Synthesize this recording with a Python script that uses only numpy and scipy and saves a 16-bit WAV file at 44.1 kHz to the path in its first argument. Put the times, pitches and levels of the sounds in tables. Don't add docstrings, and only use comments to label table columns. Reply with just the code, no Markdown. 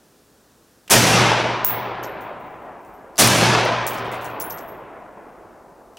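import sys
import numpy as np
from scipy import signal
from scipy.fft import rfft, irfft, next_fast_len
from scipy.io import wavfile
from scipy.ndimage import uniform_filter1d, minimum_filter1d, map_coordinates

SR = 44100
rng = np.random.default_rng(int(sys.argv[2]) if len(sys.argv) > 2 else 0)


def log_audio(samples):
    frames = np.atleast_2d(samples).T
    limited = np.clip(frames, -1, 1)
    pcm = np.round(limited * 32767).astype(np.int16)
    wavfile.write(sys.argv[1], SR, pcm)


N = 263803

# pitch in Hz, level in dB.
HUSH_COLOUR = [(15, -44), (25, -16), (59, -2.5), (105, -4.5), (140, -2), (200, -1.5), (430, -1), (700, -8),
               (1100, -10.5), (1650, -11.5), (2100, -18), (3100, -18), (5500, -16.5), (15000, -22.5)]
BLAST_COLOUR = [(20, -37), (55, -23), (110, -4), (300, 2), (480, -2), (730, 4.5), (1000, 2.5), (2000, -1.5),
                (4200, -4), (6000, 3.5), (8000, 0.5), (10000, 2.5), (15500, -14.5)]
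ECHO_COLOUR = [(20, -19.5), (55, -18), (120, -9.5), (220, -5.5), (330, -1), (450, 0), (680, 4), (850, 2.5),
               (1500, -0.5), (3000, -1), (4500, -2), (5800, 0.5), (7300, -3.5), (15500, -7)]
RUMBLE_COLOUR = [(20, -36.5), (60, -11.5), (100, -7), (170, 2.5), (235, 1), (280, -9), (330, -3),
                 (500, -9.5), (1500, -48), (4000, -110)]
SLOPE_COLOUR = [(200, -61.5), (700, -9.5), (880, -4.5), (1010, 7.5), (1150, -9), (1350, -7.5), (1700, -15),
                (4000, -76.5), (9000, -120)]
FAR_COLOUR = [(15, -34.5), (30, -15), (45, 1.5), (60, -3), (85, -26), (300, -73), (1000, -120)]
CLICK_COLOUR = [(300, -40), (2500, -3), (4500, -18), (6500, 1), (8000, 2.5), (10000, 2.5), (12000, -2.5),
                (15500, -18)]
CLACK_COLOUR = [(300, -35), (2500, -11), (4200, -7.5), (5700, 2.5), (7500, -4.5), (10000, -34),
                (15500, -16)]
# pitch in Hz, level in dB of the sides against the middle.
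STEREO_WIDTH = [(30, -14.5), (100, -23), (280, -14), (520, -21.5), (1300, -20), (3000, -24), (4400, -39.5),
                (6500, -14.5), (9000, -20), (12000, -31)]
# pitch in Hz, how much louder the left is in dB.
ECHO_LEAN = [(40, 0), (120, -3.1), (210, -2.5), (330, -5), (480, -1.5), (760, 3.5), (1200, 1.15),
             (2500, -0.1), (6500, -0.5), (10000, 4.5)]

# start in seconds, level in dB, strongest pitch in Hz.
SNAPS = [(0.8781, -35.5, 3050), (0.8965, -27.5, 900), (3.158, -44, 5000), (3.170, -39, 5000),
         (3.273, -13, 9990), (3.650, -35.5, 11100), (5.970, -38, 3000)]
# start in seconds, level in dB, extra fading of the echoes in dB per second.
SHOTS = [(0.9, -1.5, 1), (3.1802, -2.18, 1)]

# peak in seconds after the shot, level in dB, steepness of the rise, fade time in seconds.
BLAST_SWELLS = [(.021, -8, .5, 0.14), (.2, -25, .5, 0.74)]
ECHO_SWELLS = [(.036, -7, 0.91, 0.6), (.37, -7, 0.6, 2.02), (.95, -17, 2.2, 5.4), (2.05, -29, 8.3, 12)]
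WAVE_SWELLS = [(.088, -14.5, 3, 0.3), (.28, -20, 5, 1.94)]
RUMBLE_SWELLS = [(.07, -15, 0.99, .33), (.24, -18.5, 1.3, 1.3)]
SLOPE_SWELLS = [(.46, -26.5, 2.5, 4)]

# start in seconds, hit level in dB, ring level in dB, sharpness in dB.
LANDINGS = [(1.6472, -23.5, -15, 4.5), (2.030, -41.5, -49, -7), (2.209, -54.5, -54, 1),
            (2.400, -66.5, -65, 2), (2.850, -62.5, -72, 5.5), (3.8673, -26.5, -32, 3),
            (3.935, -41, -52.5, 4.5), (3.9748, -41, -71, -1), (4.048, -52, -68, 2.5),
            (4.1168, -42.5, -51.5, 3), (4.212, -48, -58.5, 2), (4.245, -40, -48, 3), (4.400, -31, -31, 2),
            (4.499, -40, -36.5, -4.5), (4.575, -41.5, -48, -1), (4.679, -63.5, -50, -3)]
# start and end in seconds, hit level in dB, ring level in dB.
SKITTERS = [(2.4, 2.952, -76, -72), (3.882, 4.741, -57.5, -60)]
# pitch in Hz, fade time in seconds, amount of blur.
BRASS_NOTES = [(10990, .24, 9), (13000, .3, 13)]
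HIGH_NOTES_HZ = [15520, 15720]

ROOF_DELAY_S = .006
TOP_HZ, OVERTONE_HZ = 15900, 19500


def amp(db):
    return 10 ** (np.asarray(db) / 20)


def unit(x):
    return x / np.sqrt(np.mean(x ** 2) + 1e-20)


def along(points, hz):
    pitches, values = np.transpose(points)
    return np.interp(np.log(hz + 1), np.log(pitches + 1), values)


def wobble(rate):
    return map_coordinates(rng.standard_normal(int(N * rate / SR) + 4), [np.arange(N) * rate / SR])


def filtered(x, response):
    n = x.shape[-1]
    padded = next_fast_len(n + 8192)
    return irfft(rfft(x, padded) * response(np.fft.rfftfreq(padded, 1 / SR)), padded)[..., :n]


def white(size=N):
    return rng.standard_normal((2, size))


def coloured(noise, colour):
    def response(hz):
        return amp(along(colour, hz)) * np.array([np.ones_like(hz), amp(along(STEREO_WIDTH, hz))])
    mid, side = filtered(noise, response)
    return unit(np.array([mid + side, mid - side]))


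def fade(t, t60):
    return np.exp(-np.log(1000) * t / t60)


def swells(rows):
    t, levels = np.arange(N) / SR, []
    for peak_s, db, steepness, t60 in rows:
        rise = np.minimum(t / peak_s, 1) ** abs(steepness)
        levels.append(amp(db) * rise * fade(np.maximum(t - peak_s, 0), t60))
    return np.linalg.norm(levels, axis=0)


def add(track, s, sound):
    start = round(s * SR)
    part = sound[..., :N - start]
    track[:, start:start + part.shape[-1]] += part


def hush(db=-55.5, dip_db=11, return_db_per_s=2.5):
    t = np.arange(N) / SR
    dips_db = [(t > s) * np.maximum(dip_db - return_db_per_s * (t - s), 0) for s, *_ in SHOTS]
    return amp(db - np.max(dips_db, axis=0)) * coloured(white(), HUSH_COLOUR)


def snaps():
    out, t = np.zeros((2, N)), np.arange(SR // 8) / SR
    for s, db, hz in SNAPS:
        colour = [(hz / 20, -22), (hz * .68, -12), (hz, 0),
                  (hz * 1.12, -11), (hz * 2, -13), (hz * 10, -34)]
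        add(out, s, amp(db) * fade(t, t60=.038) * coloured(white(len(t)), colour))
    return out


def blast(crack_s=.0014, crack_db=-14, gas_db=-25):
    t = np.arange(N) / SR
    direct = amp(np.where(t < crack_s, crack_db, gas_db))
    level = np.where(t < ROOF_DELAY_S, direct, swells(BLAST_SWELLS))
    return level * coloured(white(), BLAST_COLOUR)


def through_air(x, loss_db, power):
    hz, t, bands = signal.stft(x, SR, nperseg=512)
    khz = hz[:, None] / 1000
    return signal.istft(bands * amp(-loss_db * khz ** power * t), SR, nperseg=512)[1][:, :N]


def patchy(x, depth_db):
    bands = signal.stft(x, nperseg=1024)[2]
    patches = uniform_filter1d(rng.standard_normal(bands.shape[1:]), 3, axis=0)
    patches = uniform_filter1d(patches, 7, axis=1)
    gain = unit(amp(depth_db * unit(patches)))
    return signal.istft(bands * gain, nperseg=1024)[1][:, :N]


def woods(terrain, steady_hz=594, spread_s=.3):
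    def steady_share(hz):
        return 1 / (1 + (hz / steady_hz) ** 2)
    steady = filtered(terrain, steady_share)
    stirred = filtered(white(), lambda hz: np.sqrt(1 - steady_share(hz) ** 2))
    ahead = through_air(coloured(steady + stirred, ECHO_COLOUR), loss_db=3, power=1.386)
    aside = filtered(ahead, lambda hz: amp(np.outer([.5, -.5], along(ECHO_LEAN, hz))))
    spreading = aside + (ahead - aside) * np.exp(-np.arange(N) / SR / spread_s)
    return swells(ECHO_SWELLS) * patchy(spreading, depth_db=1.6)


def shelter_boom(wave_hz=119.4, drift_hz=2.4, throb_db=4, left_db=-.75):
    phase = 2 * np.pi * np.cumsum(wave_hz + drift_hz * wobble(25)) / SR
    ease_in = np.minimum(np.arange(N) / SR * 2, 1)
    throb = amp(throb_db * wobble(22) * ease_in)
    wave = swells(WAVE_SWELLS) * throb * np.sqrt(2) * np.sin(phase)
    rumble = swells(RUMBLE_SWELLS) * coloured(white(), RUMBLE_COLOUR)
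    return (wave + rumble) * amp([[left_db / 2], [-left_db / 2]])


def slope_echo():
    return swells(SLOPE_SWELLS) * coloured(white(), SLOPE_COLOUR)


def far_roll(db=-55, t60=27):
    t = np.arange(N) / SR
    return amp(db) * np.minimum(t * 2, 1) * fade(t, t60) * coloured(white(), FAR_COLOUR)


def shots():
    out, t = np.zeros((2, N)), np.arange(N) / SR
    terrain, boom = white(), shelter_boom()
    clumps = amp(.5 * wobble(12) + .5 * wobble(45) + .9 * wobble(300))
    for s, db, fading_db in SHOTS:
        bang = blast()
        echoes = clumps * (woods(terrain) + slope_echo()) + boom + far_roll()
        add(out, s, amp(db) * (bang + amp(-fading_db * t) * echoes))
    return out


def ring(hz, t60, blur, t, spin_hz):
    spin_phase, note_phase = rng.uniform(0, 2 * np.pi, 2)
    flutter = 1 + .5 * np.sin(2 * np.pi * spin_hz * t + spin_phase)
    drift = blur * np.cumsum(rng.standard_normal(len(t))) / np.sqrt(SR)
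    return np.sqrt(2) * fade(t, t60) * flutter * np.sin(2 * np.pi * hz * t + note_phase + drift)


def cases(roof_db=-7, roof_t60=.15, clack_db=-3, clack_t60=.11, mouth_s=4.418, mouth_db=-35):
    out, t = np.zeros((2, N)), np.arange(SR // 2) / SR
    late = np.maximum(t - ROOF_DELAY_S, 0)
    click_shape = amp(4.5) * fade(t, .008) + amp(roof_db) * (late > 0) * fade(late, roof_t60)
    clack_shape = amp(clack_db) * (late > 0) * fade(late, clack_t60)
    low_note, middle_note = BRASS_NOTES
    for s, hit_db, ring_db, sharp_db in LANDINGS + skitters(count=9, scatter_db=4.5):
        spin_hz = rng.uniform(37, 100)
        high_hz = HIGH_NOTES_HZ[int(s > SHOTS[1][0])]
        click = amp(hit_db + sharp_db) * click_shape * coloured(white(len(t)), CLICK_COLOUR)
        clack = amp(hit_db - sharp_db) * clack_shape * coloured(white(len(t)), CLACK_COLOUR)
        middle = amp(ring_db - sharp_db) * ring(*middle_note, t, spin_hz)
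        high = amp(ring_db + sharp_db) * ring(high_hz, t60=.28, blur=22, t=t, spin_hz=spin_hz)
        overtone = amp(ring_db + sharp_db + 8) * ring(OVERTONE_HZ, t60=.35, blur=4, t=t, spin_hz=spin_hz)
        add(out, s, click + clack + middle + high + overtone)
    add(out, mouth_s, amp(mouth_db) * ring(*low_note, t, spin_hz))
    return out


def skitters(count, scatter_db):
    rows = []
    for start, end, hit_db, ring_db in SKITTERS:
        times = start + (end - start) * (np.arange(count) + rng.random(count)) / count
        levels = [hit_db, ring_db, 0] + scatter_db * rng.standard_normal((count, 3))
        rows += list(np.column_stack([times, levels]))
    return rows


def limiter(x, limit_db, window):
    power = uniform_filter1d(np.mean(x ** 2, axis=0), window, origin=window // 3)
    level = np.sqrt(np.abs(power))
    needed_gain = amp(limit_db) / np.maximum(level, amp(limit_db))
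    held_gain = minimum_filter1d(needed_gain, window * 2, origin=window - window // 4)
    return x * uniform_filter1d(held_gain, window // 2)


def scene():
    return shots() + snaps() + cases() + hush()


def record(dry):
    held = limiter(dry, limit_db=-8, window=180)
    audible = filtered(held, lambda hz: hz < (TOP_HZ + OVERTONE_HZ) / 2)
    rounded = audible / (1 + np.abs(audible / .82) ** 6) ** (1 / 6)
    return filtered(rounded, lambda hz: 1 / np.sqrt(1 + (hz / TOP_HZ) ** 200))


dry = scene()
out = record(dry)
log_audio(out)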